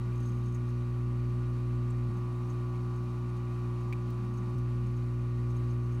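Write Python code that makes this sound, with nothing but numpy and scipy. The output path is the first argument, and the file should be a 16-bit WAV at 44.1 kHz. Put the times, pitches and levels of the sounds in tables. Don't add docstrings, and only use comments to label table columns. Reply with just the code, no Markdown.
import sys
import numpy as np
from scipy import signal
from scipy.fft import rfft, irfft
from scipy.io import wavfile

SR = 44100
rng = np.random.default_rng(int(sys.argv[2]) if len(sys.argv) > 2 else 0)


def persist_wave(psi):
    counts = np.round(np.clip(psi, -1, 1) * 32767).astype(np.int16)
    wavfile.write(sys.argv[1], SR, np.atleast_2d(counts).T)


def field_ratio(decibels):
    return 10 ** (np.asarray(decibels, dtype=float) / 20)


N = 264600
MAINS_HZ = 59.9757


def rms_one(x):
    return x / np.sqrt(np.mean(x ** 2) + 1e-20)


def at_hz(points, hz):
    f_hz, level_db = np.transpose(points)
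    return np.interp(np.log(hz), np.log(f_hz), level_db)


def drift(rate_hz):
    r = np.exp(-80 * np.pi * rate_hz / SR)
    coarse = rng.standard_normal(N // 40 + 2002)
    slow = signal.lfilter([1], [1, -2 * r, r * r], coarse)[2000:]
    return np.interp(np.arange(N) / 40, np.arange(len(slow)), rms_one(slow))


def ring(clicks, hz, t60_s):
    r = field_ratio(-60 / (t60_s * SR))
    w = 2 * np.pi * hz / SR
    return signal.lfilter([0, np.sin(w)], [1, -2 * r * np.cos(w), r * r], clicks + 1e-18)


def flurry(rows, tau_s):
    clicks = np.zeros(N)
    np.add.at(clicks, [round(s * SR) for s, db in rows], [field_ratio(db) for s, db in rows])
    return signal.lfilter([1], [1, -np.exp(-1 / (tau_s * SR))], clicks + 1e-18)


def second_path():
    from_s, until_s, change_s = 2.094, 4.546, .012
    t = np.arange(N) / SR
    return np.clip((t - from_s) / change_s, 0, 1) - np.clip((t - until_s) / change_s, 0, 1)


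def hum(second):
    # multiple of mains [1], first path [dB rms], second path [dB rms]
    hum_lines = [(1, -42.5, -44.9), (2, -31.6, -33.8), (3, -50.3, -48.9), (4, -46.4, -49.1),
                 (5, -53.4, -54.5), (6, -48.1, -47.0), (7, -68.4, -69.3), (8, -72.0, -97.6),
                 (9, -66.6, -67.3), (10, -70.9, -69.8), (11, -90.8, -78.0), (12, -77.6, -77.6),
                 (13, -70.8, -66.9), (14, -71.7, -69.3), (15, -75.8, -71.4), (16, -76.0, -78.2),
                 (17, -67.5, -62.7), (18, -70.1, -71.6), (19, -58.9, -56.8), (20, -61.4, -60.1),
                 (21, -92.9, -78.5), (22, -76.3, -77.7), (23, -81.5, -76.4), (24, -68.6, -68.8)]
    # multiple of mains [1], level [dB rms]
    whine_lines = [(31, -76), (32, -85), (35, -86), (42, -87), (44, -86), (45, -82), (46, -85), (48, -81),
                   (49, -88), (50, -85), (57, -91), (64, -89), (84, -94), (149, -96), (154, -94),
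                   (156, -93), (157, -95), (161, -91)]
    path_lag_turns = .22
    turn = 2 * np.pi * MAINS_HZ * np.arange(N) / SR
    out = np.zeros(N)
    load = drift(1.7)
    for k, first_db, second_db in hum_lines:
        phase = k * turn + 2 * np.pi * (.06 + .6 * k - .12 * k ** 2 - .01 * k ** 3)
        first = field_ratio(first_db) * np.cos(phase)
        late = field_ratio(second_db) * np.cos(phase - 2 * np.pi * path_lag_turns)
        waver_db = 0.44 * load + 0.081 * np.sqrt(k) * drift(6.7)
        out += (first + second * (late - first)) * field_ratio(waver_db)
    for k, level_db in whine_lines:
        whine = np.sin(round(k) * turn + rng.uniform(0, 2 * np.pi))
        out += field_ratio(level_db + 1.4 * drift(5.5)) * whine
    return np.sqrt(2) * out


def rumble():
    # full strength at [t/s], hold [s], level [dB]
    surges = [
        (0.0, .58, -47.5),
        (1.03, 0.33, -50),
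        (2.1, .02, -43.5),
        (3.06, .02, -51),
        (3.95, 0.56, -47),
        (4.8, .08, -47),
        (5.29, .03, -48),
    ]
    rise_db_per_s, fall_db_per_s, lull_db, lapping_db = 80, 92, -58, 1
    air_hz, air_t60_s = 198.0, .06
    t = np.arange(N) / SR
    swells = []
    for s, hold_s, db in surges:
        before_s = np.maximum(s - t, 0)
        after_s = np.maximum(t - s - hold_s, 0)
        swells.append(db - rise_db_per_s * before_s - fall_db_per_s * after_s)
    once = ring(rng.standard_normal(N), air_hz, air_t60_s)
    level_db = np.maximum(np.max(swells, axis=0), lull_db + lapping_db * drift(7.1))
    return field_ratio(level_db - 2.5) * rms_one(ring(once, air_hz, air_t60_s))


def rush(second):
    # f [Hz], density [dB per Hz]
    spectrum = [(20, -82.5), (44, -79), (62, -72), (150, -80), (210, -79), (280, -74.5), (470, -89.5),
                (1400, -91), (1620, -94.5), (2900, -99), (5200, -107), (9600, -112.7), (10200, -117),
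                (15600, -120)]
    # f [Hz], width [Hz], gain [dB]
    housing = [(284, 21, -5), (332, 20, -4), (478, 21, -1.5), (655, 16, 3.5), (732, 59, -3.5),
               (1040, 28, -1), (1576, 53, -8), (2443, 120, 5.5), (2870, 250, -2.5), (3360, 190, -6.5),
               (4470, 670, 1.5), (4870, 140, -6), (7760, 1100, -1.5), (10250, 350, -1.5)]
    # f [Hz], gain [dB]
    second_gain = [(60, -9.5), (150, 2), (500, -2.5), (900, 5), (1300, 1.5), (1600, -0.5), (4000, 0.5)]
    ripple_db, ripple_hz = 1.4, 40
    hz = np.maximum(np.arange(N // 2 + 1) * SR / N, 1)
    colour_db = at_hz(spectrum, hz)
    for top_hz, width_hz, db in housing:
        colour_db += db * np.exp(-2 * ((hz - top_hz) / width_hz) ** 2)
    colour_db += ripple_db * np.interp(hz / ripple_hz, np.arange(600), rng.standard_normal(600))
    noise = rfft(rng.standard_normal(N)) * field_ratio(colour_db) * np.sqrt(SR / 2)
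    out = np.zeros(N)
    surge = drift(6.0)
    for centre_hz in 8 * 2 ** np.arange(0, 11.6, .5):
        share = np.maximum(1 - 2 * abs(np.log2(hz / centre_hz)), 0)
        gain_db = second * at_hz(second_gain, centre_hz) + 0.42 * surge + .6 * drift(11.0)
        out += irfft(noise * share, N) * field_ratio(gain_db)
    return out


def creaks():
    # t [s], peak [dB]
    creak_events = [(0.201, -58.5), (0.2318, -57.5), (0.2576, -54.5), (0.2891, -62), (0.4574, -55),
                    (0.4802, -59), (0.5236, -58), (0.5445, -53.5), (0.549, -58.5), (0.6887, -61),
                    (2.168, -65), (2.488, -60), (2.4974, -53), (2.9586, -59), (3.1012, -61), (3.2883, -63),
                    (3.3666, -62), (3.8068, -57), (4.337, -60), (4.3748, -55), (4.583, -58.5),
                    (4.8652, -60), (4.9664, -58), (5.219, -65), (5.501, -57), (5.5627, -55),
                    (5.7063, -59.5), (5.92, -59), (5.943, -60)]
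    # f [Hz], level [dB], t60 [s]
    body_modes = [(6230, 0.5, 0.035), (6500, -1, 0.024), (6610, 3.5, 0.022)]
    # f [Hz], level [dB], t60 [s]
    upper_modes = [(5300, -5, .012), (7980, -5, .025), (9000, -5, .025), (9300, -6, .02),
                   (11200, -3.5, 0.0088), (12000, -8, .008), (13400, -9, .012)]
    rub_from_s, rub_every_s, rub_db = .129, .0235, -62.5
    slipping = rng.random(N) < 5000 / SR
    late, uneven = rng.standard_normal((14, 2)).T
    rub_s = rub_from_s + rub_every_s * (np.arange(14) + .15 * late)
    rub = np.transpose([rub_s, rub_db + 1.5 * uneven])
    s, peak_db = np.vstack([creak_events, rub]).T
    bright_db = -66.5 + 0.42 * (peak_db + 60)
    effort = slipping * flurry(list(zip(s, peak_db - 20.5)), 0.0098)
    sharp = slipping * flurry(list(zip(s, bright_db - 12.5)), .008)
    out = np.zeros(N)
    for strikes, modes in ((effort, body_modes), (sharp, upper_modes)):
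        for hz, level_db, t60_s in modes:
            out += field_ratio(level_db) * ring(strikes * rng.standard_normal(N), hz, t60_s)
    return out + field_ratio(9.0) * np.diff(sharp * rng.standard_normal(N), prepend=0)


def drips():
    # t [s], peak [dB], ring f [Hz], crack [dB]
    drip_events = [
        (1.9036, -53.5, 8200, -62),
        (1.909, -60, 7400, -70),
        (2.361, -77, 15000, -69),
        (3.9263, -36.5, 2324, -57.5),
        (3.927, -56, 4580, -57),
        (3.933, -37, 2410, -68),
        (4.1027, -55.5, 15100, -59),
        (4.5825, -70, 8800, -59),
        (4.914, -70, 10600, -76.5),
        (5.73, -78, 12000, -70),
    ]
    white = rng.standard_normal((2, N))
    broad = rms_one(signal.lfilter([1], [1, -.55], white[1]))
    out = np.zeros(N)
    for s, peak_db, hz, crack_db in drip_events:
        t60_s = 49 / hz + .006
        splash_db = -62 + .45 * (peak_db + 59)
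        click = 1. * (np.arange(N) == round(s * SR))
        splash = rms_one(ring(ring(white[0], hz, 11.0 / hz), hz, 11.0 / hz))
        out += field_ratio(peak_db) * ring(click, hz, t60_s)
        out += splash * flurry([(s, splash_db)], 0.0023)
        out += broad * flurry([(s, crack_db)], 0.0051)
    return out


def fizz(per_s, level_db):
    sizes = field_ratio(4.0 * np.minimum(rng.exponential(1, N), 4)) * rng.choice([-1, 1], N)
    born = rng.random(N) < per_s * field_ratio(3.5 * drift(4.5)) / SR
    dealt = rng.integers(0, 12, N)
    out = np.zeros(N)
    for k, hz in enumerate(np.geomspace(1800, 9000, 12)):
        out += ring(sizes * born * (dealt == k), hz, 14.0 / hz) * hz ** -.7
    return field_ratio(level_db) * rms_one(out)


def cavities():
    # f [Hz], width [Hz], level [dB rms]
    cavity_modes = [(6300, 420, -85.5), (9300, 330, -87.5)]
    out = np.zeros(N)
    for hz, width_hz, level_db in cavity_modes:
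        once = ring(rng.standard_normal(N), hz, 2.2 / width_hz)
        out += field_ratio(level_db + 2.6 * drift(15.0)) * rms_one(ring(once, hz, 2.4 / width_hz))
    return out


def buzz():
    size, turn = rng.random((2, 200))
    bins = np.round(np.arange(50, 250) * MAINS_HZ * N / SR).astype(int)
    lines = np.zeros(N // 2 + 1, complex)
    lines[bins] = field_ratio(-112 + 12 * size ** 2) * np.exp(2j * np.pi * turn)
    return irfft(lines, N) * N / 2


def scene():
    second = second_path()
    pump = hum(second) + buzz()
    water = rush(second) + rumble() + cavities() + fizz(per_s=280, level_db=-79.5) + drips()
    return (pump + water + creaks())[None]


def band_limit(x):
    return signal.sosfilt(signal.butter(12, 15760, fs=SR, output="sos"), x)


def record(dry):
    steep = signal.cheby2(16, 40, 16020, fs=SR, output="sos")
    cut = signal.sosfilt(steep, dry)
    return band_limit(cut)


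dry = scene()
out = record(dry)
persist_wave(out)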